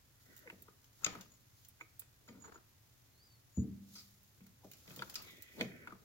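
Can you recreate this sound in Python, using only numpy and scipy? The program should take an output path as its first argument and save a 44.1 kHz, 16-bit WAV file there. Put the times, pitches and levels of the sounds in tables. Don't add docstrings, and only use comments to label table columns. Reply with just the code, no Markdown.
import sys
import numpy as np
from scipy import signal
from scipy.fft import rfft, irfft, next_fast_len
from scipy.io import wavfile
from scipy.ndimage import uniform_filter1d, map_coordinates

SR = 44100
rng = np.random.default_rng(int(sys.argv[2]) if len(sys.argv) > 2 else 0)


def pcm_store(signal):
    levels = np.round(np.clip(np.atleast_2d(signal), -1, 1) * 32767)
    wavfile.write(sys.argv[1], SR, levels.astype(np.int16).T)


N = 266364
TIME = np.arange(N) / SR
AGE = np.arange(SR) / SR
SIDES = np.array([[0.5], [-0.5]])


def amp(db):
    return 10 ** (np.asarray(db) / 20)


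def unit(x):
    return x / np.sqrt(np.mean(x ** 2) + 1e-20)


def along(points, hz):
    f, value = np.transpose(points)
    return np.interp(np.log(hz + 1), np.log(f), value)


def wobble(rate_hz):
    return map_coordinates(rng.standard_normal(int(N * rate_hz / SR) + 4), [TIME * rate_hz])


def filtered(x, response):
    n = x.shape[-1]
    size = next_fast_len(n + 4096)
    return irfft(rfft(x, size) * response(np.fft.rfftfreq(size, 1 / SR)), size)[..., :n]


def colour(points):
    return lambda f: amp(along(points, f))


def body(modes):
    return lambda f: sum((-1) ** k * amp(db) * 1j * f * width / (hz * hz - f * f + 1j * f * width)
                         for k, (hz, width, db) in enumerate(modes))


def detuned(modes, spread):
    return body([(hz * np.exp(spread * rng.normal()), width, db) for hz, width, db in modes])


def add(track, at_s, sound):
    start = max(round(at_s * SR), 0)
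    track[start:start + len(sound)] += sound[:N - start]


def contact(response, t60_s, rise_s, snap=0):
    t = AGE[:SR // 6]
    force = rng.standard_normal(len(t)) * amp(-60 * t / max(t60_s, 0.002)) * (1 - np.exp(-t / rise_s))
    force[round(rise_s * SR)] += snap
    sound = filtered(force, response)
    return sound / np.sqrt(uniform_filter1d(sound ** 2, size=220).max())


def stroke(at_s, length_s, attack_s, release_s):
    return np.exp(np.minimum(TIME - at_s, 0) / attack_s
                  - np.maximum(TIME - at_s - length_s, 0) / release_s)


def strokes(rows, attack_s, release_s):
    return sum(amp(db) * stroke(at_s, length_s, attack_s, release_s) for at_s, length_s, db in rows)


def friction(spectrum, grain_db, rate_hz):
    catches = rng.standard_normal((2, N)) * amp(grain_db * wobble(rate_hz))
    return unit(filtered(catches, colour(spectrum)))


def glide(rows, jitter, flutter_db=2, fade_s=0.0075):
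    times, *columns = np.transpose(rows)
    hz, db = uniform_filter1d([np.interp(TIME, times, c) for c in columns], size=900, axis=1)
    gate = np.clip(np.minimum(TIME - times[0], times[-1] - TIME) / fade_s, 0, 1)
    flutter = unit(amp(flutter_db * wobble(220)))
    phase = 2 * np.pi * np.cumsum(hz * (1 + jitter * wobble(150))) / SR
    return amp(db) * gate * flutter * np.sin(phase)


# f/Hz, relative level/dB
AIR_SPECTRUM = [(25, -16), (55, -8), (80, -2), (115, 2), (170, -13), (260, -14.5), (500, -20.5),
                (1000, -21.5), (2000, -22), (4000, -27.5), (7000, -31.5), (8500, -31), (15000, -29)]
# f/Hz, L-R correlation
AIR_CORRELATION = [(100, 0.876), (300, 0.45), (700, 0), (2000, 0.015)]
def air(level_db=-68):
    def response(f):
        angle = np.arccos(along(AIR_CORRELATION, f)) / 2
        return colour(AIR_SPECTRUM)(f) * [np.cos(angle), np.sin(angle)]
    mid, side = filtered(rng.standard_normal((2, N)), response)
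    return amp(level_db) * unit(np.array([mid + side, mid - side]))


# t/s, length/s, relative level/dB
RUBS = [(0.22, 0.32, -75), (1.01, 0.15, -70), (1.58, 0.043, -75), (3.94, 0.05, -64.5), (4.7, 0.096, -71.5),
        (4.91, 0.372, -65), (5.57, 0.024, -68)]
# f/Hz, relative level/dB
SKIN_SPECTRUM = [(2000, -18), (3500, -2), (5000, -0.5), (7200, 1), (8300, -12), (11000, -2.5), (15000, -1)]
def rubs():
    pressure = np.hypot(amp(-76), strokes(RUBS, attack_s=0.056, release_s=0.13))
    return pressure * amp(4.5) * friction(SKIN_SPECTRUM, grain_db=1.5, rate_hz=190)


# t/s, length/s, relative level/dB
ROLLS = [(0.3, 0.32, -70.5), (1.14, 0.044, -66.5), (2.29, 0.13, -66), (3.69, 0.25, -75.5),
         (4.38, 0.37, -77.5), (4.9, 0.52, -67.5), (5.59, 0.077, -55), (5.8, 0.11, -64.5)]
def rolls():
    spectrum = [(70, -18.5), (120, -3), (240, 2), (400, 0), (650, -8), (1100, -38)]
    mid, side = friction(spectrum, grain_db=3.5, rate_hz=53)
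    rumble = np.array([mid + 0.64 * side, mid - 0.64 * side])
    return strokes(ROLLS, attack_s=0.047, release_s=0.088) * amp(-2.8) * rumble


# t/s, length/s, level/dB, start f/Hz, end f/Hz, width/Hz, mode 2 level/dB, mode 3 level/dB
SLIDES = [(0.3, 0.18, -74, 1822, 1696, 420, -16, -22), (5.275, 0.062, -64.5, 2153, 2063, 280, -7, -2),
          (5.4, 0.143, -68.5, 1982, 1896, 340, -3, -6), (5.6, 0.24, -66, 1920, 1690, 300, -1, -13)]
BORE_RATIOS = [1, 1.271, 1.7]
def slides(grain_db=4):
    out = np.zeros(N)
    for at_s, length_s, db, start_hz, end_hz, width_hz, second_db, third_db in SLIDES:
        travel = np.clip((TIME - at_s) / length_s, 0, 1)
        phase = 2 * np.pi * np.cumsum(start_hz * (end_hz / start_hz) ** travel) / SR
        hiss = np.zeros(N)
        for ratio, mode_db in zip(BORE_RATIOS, (0, second_db, third_db)):
            lowpass = lambda f: 1 / (1 + 1j * f / (ratio * width_hz)) ** 3
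            i, q = filtered(rng.standard_normal((2, N)), lowpass)
            hiss += amp(mode_db) * unit(i * np.cos(ratio * phase) + q * np.sin(ratio * phase))
        rough = unit(hiss * amp(grain_db * wobble(250)))
        out += amp(db) * stroke(at_s, length_s, attack_s=0.066, release_s=0.045) * rough
    return out


# t/s, relative level/dB, top trim/dB
TICKS = [(0.3642, -61.5, 6), (0.3762, -64, 6), (0.39, -70, 10), (0.621, -69, 17.5), (0.842, -65, -3),
         (1.0463, -41.5, -17), (1.0617, -39.5, -20), (1.209, -51.5, -5), (1.6478, -61, -1),
         (1.6838, -73.5, 19.5), (1.994, -60.5, 18.5), (4.23, -84, 20), (4.4653, -65.5, 0.5),
         (4.643, -66, -1), (4.7138, -56, 1), (4.734, -57, -3), (4.961, -54, 3.5), (5.0967, -50, -1.5),
         (5.1414, -49, -1), (5.155, -44, -13.5), (5.161, -51.5, -10), (5.2215, -59.5, 7),
         (5.4216, -55.5, 8.5), (5.6092, -46.5, -12), (5.6258, -54.5, -2)]
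# f/Hz, relative level/dB
TICK_BODY = [(800, -19.5), (2500, -0.5), (4500, -2), (7000, 2), (8500, -24.5), (16000, -22.5)]
TICK_TOP = [(3000, -32.5), (8000, -12), (11000, -9), (15000, 0), (16000, -2)]
def ticks(t60_s=0.023):
    out = np.zeros(N)
    for at_s, db, top_db in TICKS:
        add(out, at_s, amp(db - 2.5) * contact(colour(TICK_BODY), t60_s, rise_s=0.0011, snap=3.3))
        add(out, at_s, amp(db + top_db) * contact(colour(TICK_TOP), t60_s, rise_s=0.0019, snap=4.1))
    return out


# t/s, length/s, relative level/dB
DRAGS = [(0.43, 0.04, -84), (1.05, 0.12, -59), (2.448, 0.024, -67), (2.53, 0.043, -70.5), (4.88, 0.26, -70),
         (5.17, 0.1, -69), (5.61, 0.013, -61), (5.88, 0.057, -68.5)]
# f/Hz, relative level/dB
DRAG_SPECTRUM = [(300, 1), (700, -5), (950, 0), (1300, 1), (1700, -4), (2300, -12.5), (3000, -17.5),
                 (5000, -16), (9000, -34.5)]
def drags():
    rasp = friction(DRAG_SPECTRUM, grain_db=3.5, rate_hz=180) * amp([[1.5], [-0.8]])
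    return strokes(DRAGS, attack_s=0.021, release_s=0.043) * amp(5) * rasp


# t/s, f/Hz, level/dB
GROAN = [(0.43, 645, -68), (0.455, 601, -71), (0.475, 474, -54.5), (0.495, 450, -71)]
def groan():
    return glide(GROAN, jitter=0.048)


# t/s, level/dB, heft/dB, shaft ring/dB, casing ring/dB, cut-off/Hz (low: oil cushion), grip/0-1
KNOCKS = [(0.4736, -54, -42, -12, 5, 2250, 0.9), (0.4988, -51.5, -40, 0.5, 5.5, 2350, 0.8),
          (0.524, -63, 8, 5, 4, 900, 0.45), (0.681, -59, -4, -0.5, -3, 1477, 0.4),
          (1.0626, -46, -1, 1, 5.5, 6200, 0.28), (1.151, -53.5, -5.5, 3.5, -6, 1700, 0.65),
          (1.168, -57, 2, -20, -10, 260, 0.1), (1.809, -53, -41, 3.5, 5, 2690, 0.7),
          (2.018, -71, -14, 6.5, 5.5, 7000, 0.17), (2.286, -64, 4.5, 0, 2, 6000, 0.1),
          (2.447, -60, -15, 2.5, -7, 1700, 0.77), (2.48, -55, -20, -1, 2, 1190, 0.6),
          (2.556, -55.5, -20, -5, 0, 1000, 0.5), (4.406, -85.5, 25.5, -8, 13, 7000, 0),
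          (4.463, -81.5, 22, -7, 4, 7050, 0.3), (4.644, -52, -3.5, 0, 4, 950, 0.3),
          (4.876, -64, 2.5, -13, 2.5, 7000, 0.15), (4.905, -64.5, 10.5, -9, 7.5, 7000, 0.04),
          (4.973, -66.5, 13, -12, 0, 800, 0.6), (4.991, -53, 0, -2, -2, 8000, 0),
          (5.021, -52, -12, 11, -1, 4500, 0.97), (5.596, -48.5, 2.5, -15, 0, 895, 0.2),
          (5.609, -37.5, 1.5, -12, 3, 4500, 0.65), (5.647, -55, 8.5, -15, -2, 700, 0),
          (5.8721, -56, -30, 9, 4.5, 2200, 0.6), (5.9221, -58, 7, -1, -3.5, 1200, 0.55)]
# f/Hz, width/Hz, level/dB
THUD_MODES = [(96.5, 10, -9), (130, 20, 5), (193.4, 12, 3), (234, 15, -4)]
FRAME_MODES = [(311.4, 32.3, 2.5), (432.2, 116, -2), (514, 97, -3), (639, 42, -3), (740, 94, -11)]
SHAFT_MODES = [(915, 69, -8.5), (1226, 42, 2.5), (1262, 30, 4.5), (1400, 220, -5)]
CASING_MODES = [(1771, 200, -9.5), (2210, 250, -3.5), (2342, 250, -2.5), (2545, 160, -5.5)]
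EDGE_MODES = [(3150, 200, 4.5), (3660, 239, 2), (4200, 500, -1.5), (4850, 450, 0), (5740, 385, -14.5),
              (6330, 350, -29)]
def knocks(graze_db=-15, crack_db=-12, base_t60_s=0.064, shaft_rise_per_s=0.005):
    held, free = np.zeros((2, N))
    for at_s, db, heft_db, shaft_db, casing_db, cutoff_hz, grip in KNOCKS:
        cushion = lambda f: 1 / np.sqrt(1 + (f / cutoff_hz) ** 18)
        steel = lambda f: f / np.hypot(f, 1100) * cushion(f)
        seating = 1 + shaft_rise_per_s * at_s
        shaft = [(hz * seating, width * (1 + grip), level) for hz, width, level in SHAFT_MODES]
        graze = contact(steel, t60_s=0.078, rise_s=0.0015)
        graze *= 1 - np.exp(-AGE[:len(graze)] / 0.0005)
        add(held, at_s - len(graze) / SR, amp(db + graze_db) * graze[::-1])
        blow = amp(crack_db) * contact(steel, 0.35 * base_t60_s, rise_s=0.0011, snap=3.3)
        for modes, ring_db, spread, t60_ratio, rise_s, snap in [
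            (THUD_MODES, heft_db + 2.5, 0, 0.71, 0.00089, 13),
            (FRAME_MODES, 0.25 * heft_db - 1.5, 0.013, 1.6, 0.00095, 14),
            (shaft, shaft_db - 2.5, 0.008, 0.5, 0.000982, 11),
            (CASING_MODES, casing_db, 0.032, 0.14, 0.001, 8),
            (EDGE_MODES, 4.5, 0.012, 0.23, 0.001033, 7.4),
        ]:
            centre_hz = np.mean(modes, axis=0)[0]
            response = detuned(modes, spread) if spread else body(modes)
            ring = contact(response, t60_ratio * base_t60_s, rise_s, snap)
            blow += cushion(centre_hz) * amp(ring_db) * ring
        add(held, at_s, amp(db) * grip * blow)
        add(free, at_s, amp(db) * (1 - grip) * blow)
    return held, free


# t/s, level/dB, f/Hz, damped t60/s
PINGS = [(0.681, -59.5, 1285, .018), (1.036, -46, 1360, .015), (1.0483, -41.5, 1310, 0.037),
         (1.0645, -41.5, 1230, 0.021), (1.152, -46, 1253, 0.022), (1.81, -53.5, 1264, .025),
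         (2.278, -58.5, 1400, .03), (2.445, -53.5, 1307, 0.037), (2.557, -52, 1370, 0.032),
         (5.021, -33.5, 1410, 0.012), (5.034, -46, 1350, .02), (5.8728, -41.5, 1460, 0.018),
         (5.906, -48.5, 1390, 0.012), (5.9228, -46, 1217, 0.028)]
PING_MODES = [(0.68, -21.5), (0.89, -15), (1, -1), (1.17, -15), (1.85, -22), (2.4, -23)]
def pings(attack_s=0.00052, free_s=0.0035):
    out = np.zeros(N)
    t = AGE[:SR // 6]
    for at_s, db, hz, t60_s in PINGS:
        ring = sum(amp(mode_db) * np.sin(2 * np.pi * (hz * ratio * t + rng.random()))
                   for ratio, mode_db in PING_MODES)
        envelope = (1 - np.exp(-t / attack_s)) * amp(-60 * np.maximum(t - free_s, 0) / t60_s)
        add(out, at_s, amp(db) * ring * envelope)
    return out


# t/s, level/dB, t60/s
CLINKS = [(1.033, -49.5, 0.018), (1.0433, -31.5, 0.012), (1.046, -14.5, 0.013), (1.047, -24, 0.0087),
          (1.051, -35, 0.0095), (1.0635, -30.5, 0.009)]
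# f/Hz, scatter/Hz, level/dB
TOOTH_MODES = [(2060, 30, -10.5), (2580, 30, -7.5), (3700, 30, -17), (4275, 24, -12), (5060, 29.9, -7.5),
               (6370, 16.4, -3), (6720, 9.95, -15), (6790, 11.5, -2), (7400, 15, -7), (14600, 20, -22)]
def clinks(attack_s=0.0011):
    out = np.zeros(N)
    t = AGE[:SR // 8]
    for at_s, db, t60_s in CLINKS:
        ring = sum(amp(mode_db) * np.sin(2 * np.pi * ((hz + scatter * rng.normal()) * t + rng.random()))
                   for hz, scatter, mode_db in TOOTH_MODES)
        ring *= amp(-60 * t / t60_s) * (1 - np.exp(-t / attack_s))
        add(out, at_s, amp(db) * ring / np.abs(ring).max())
    return out


# t/s, length/s, level/dB, L-R/dB
SQUEAKS = [(1.087, 0.053, -71, 8), (1.32, 0.021, -68, 4.5), (1.816, 0.0055, -70.5, 9),
           (2.292, 0.0069, -64.5, 3.5), (2.435, 0.028, -56, -9), (2.548, 0.014, -68, -8.5),
           (3.568, 0.041, -58, 12.5)]
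def squeaks(mode_hz=6885, waver_hz=70, rough_db=5):
    gain = sum(amp(db + pan_db * SIDES) * stroke(at_s, length_s, attack_s=0.014, release_s=0.013)
               for at_s, length_s, db, pan_db in SQUEAKS)
    phase = 2 * np.pi * np.cumsum(mode_hz + waver_hz * wobble(350)) / SR
    return gain * unit(np.sin([phase, phase + np.pi / 2]) * amp(rough_db * wobble(250)))


# t/s, tooth edge level/dB, shaft level/dB, rumble level/dB, t60/s
SCRAPES = [(2.282, -69, -68.5, -59.5, 0.038), (2.3, -88, -86, -59.5, 0.23), (2.339, -92, -75, -60.5, 0.36),
           (3.953, -53.5, -69, -64, 0.1), (3.981, -56, -76, -78, 0.14), (5.155, -38, -60, -82, 0.022)]
def scrapes():
    edge = body([(2600, 670, 8.5), (3550, 860, -26), (4743, 550, 25.5), (7340, 1200, -9)])
    rumble = body([(215, 81, 6), (314, 140, -3), (410, 55, -7)])
    out = np.zeros(N)
    for at_s, edge_db, shaft_db, rumble_db, t60_s in SCRAPES:
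        add(out, at_s, amp(edge_db) * contact(edge, t60_s, rise_s=0.00044))
        add(out, at_s, amp(shaft_db) * contact(body(SHAFT_MODES), t60_s, rise_s=0.00047))
        add(out, at_s, amp(rumble_db) * contact(rumble, t60_s, rise_s=0.0018))
    return out


# t/s, f/Hz, level/dB
JUDDER = [(2.285, 226.9, -73), (2.3, 218, -56), (2.345, 256, -58), (2.39, 245.4, -66), (2.44, 225, -71)]
def judder():
    return glide(JUDDER, jitter=0.0935)


# t/s, f/Hz, relative level/dB
CHIRP = [(3.1, 4100, -81), (3.17, 4220, -73.5), (3.21, 4540, -64), (3.242, 4920, -63), (3.275, 4830, -67),
         (3.3, 4510, -69), (3.335, 4500, -65), (3.39, 4140, -77)]
def bird():
    chirp = glide(CHIRP, jitter=0.003)
    return 0.62 * chirp + garage(chirp, early_db=-18, tail_db=-17)


# t/s, level/dB, low cut/Hz
BUMPS = [(3.5751, -21.5, 50), (3.639, -28.5, 255), (3.693, -39, 420)]
# f/Hz, level/dB, t60/s, rise/s
STAND_MODES = [(81.3, 11, 0.09, 0.022), (122.6, -4, 0.16, 0.014), (197, 2.5, 0.12, 0.0064),
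               (196.9, -18.5, 0.92, 0.1), (236.5, -1.5, 0.17, 0.022), (283.3, -23, 0.33, 0.0072),
               (301.3, -14, 0.14, 0.0059), (366, -24.5, .13, 0.0063), (432, -19, 0.076, 0.0068),
               (484.5, -41, 0.24, 0.0048), (563, -42, .15, 0.0022), (714, -39, 0.073, 0.0016)]
def bumps():
    out = np.zeros(N)
    for at_s, db, low_cut_hz in BUMPS:
        for hz, mode_db, t60_s, rise_s in STAND_MODES:
            gain = amp(db + mode_db) / np.sqrt(1 + (low_cut_hz / hz) ** 12)
            envelope = amp(-60 * AGE / t60_s) * (1 - np.exp(-AGE / rise_s))
            add(out, at_s, gain * envelope * np.sin(2 * np.pi * hz * AGE))
    return out


# f/Hz, t60/s
GARAGE_DECAY = [(120, 0.76), (500, 0.48), (2000, 0.41), (7000, 0.24), (15000, 0.074)]
def garage(x, early_db, tail_db, early_t60_s=0.035, low_cut_hz=130.3):
    hz, t, spectra = signal.stft(rng.standard_normal((2, SR // 2)), SR, nperseg=256)
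    tail = signal.istft(spectra * amp(-60 * t / along(GARAGE_DECAY, hz)[:, None]), SR, nperseg=256)[1]
    tail = filtered(tail, lambda f: f ** 2 / np.hypot(f ** 2, low_cut_hz ** 2))
    age = AGE[:tail.shape[1]]
    early = rng.standard_normal(tail.shape) * amp(-60 * age / early_t60_s)
    onset = np.clip(age / 0.00056, 0, 1)
    mid, side = (amp(early_db) * unit(early) + amp(tail_db) * unit(tail)) * onset / np.sqrt(2 * len(age))
    side = filtered(side, lambda f: f / np.hypot(f, 600))
    return signal.oaconvolve(x[None], np.array([mid + side, mid - side]), axes=1)[:, :N]


# f/Hz, L-R/dB
GEARBOX_PAN = [(200, 1), (600, -2.5), (1000, 2.5), (1330, 8.5), (1750, -3.5), (2300, -2.5), (3300, 5.5),
               (5000, -0.5), (6600, 1.5), (8000, 2), (14000, -5.5)]
# f/Hz, left lead/rad
GEARBOX_PHASE = [(160, -.1), (600, .3), (1300, 1.4), (2300, 2.7), (4500, 3.3), (6800, 5.2), (15000, 5.6)]
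def placed(x, early_db, tail_db, low_cut_hz):
    x = signal.sosfilt(signal.butter(2, low_cut_hz, "highpass", fs=SR, output="sos"), x)
    direct = filtered(x, lambda f: np.exp(1j * SIDES * along(GEARBOX_PHASE, f)))
    return filtered(direct + garage(x, early_db, tail_db), lambda f: amp(SIDES * along(GEARBOX_PAN, f)))


def scene():
    held, free = knocks()
    metal = placed(free + scrapes() + slides() + groan(), early_db=1, tail_db=-4.5, low_cut_hz=120)
    metal += placed(held, early_db=2, tail_db=-17.5, low_cut_hz=110)
    metal += placed(pings(), early_db=-14.5, tail_db=-21, low_cut_hz=280)
    metal += placed(judder(), early_db=-10, tail_db=-14, low_cut_hz=87)
    teeth = placed(clinks(), early_db=-15, tail_db=-19.5, low_cut_hz=200) * amp(7.5 * SIDES)
    teeth += placed(ticks(), early_db=2.5, tail_db=-2, low_cut_hz=199)
    stand = placed(bumps(), early_db=-17, tail_db=-6.5, low_cut_hz=89)
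    return metal + teeth + stand + bird() + squeaks() + rolls() + drags() + rubs() + air()


def record(dry):
    return filtered(dry, lambda hz: hz < 16100)


dry = scene()
out = record(dry)
pcm_store(out)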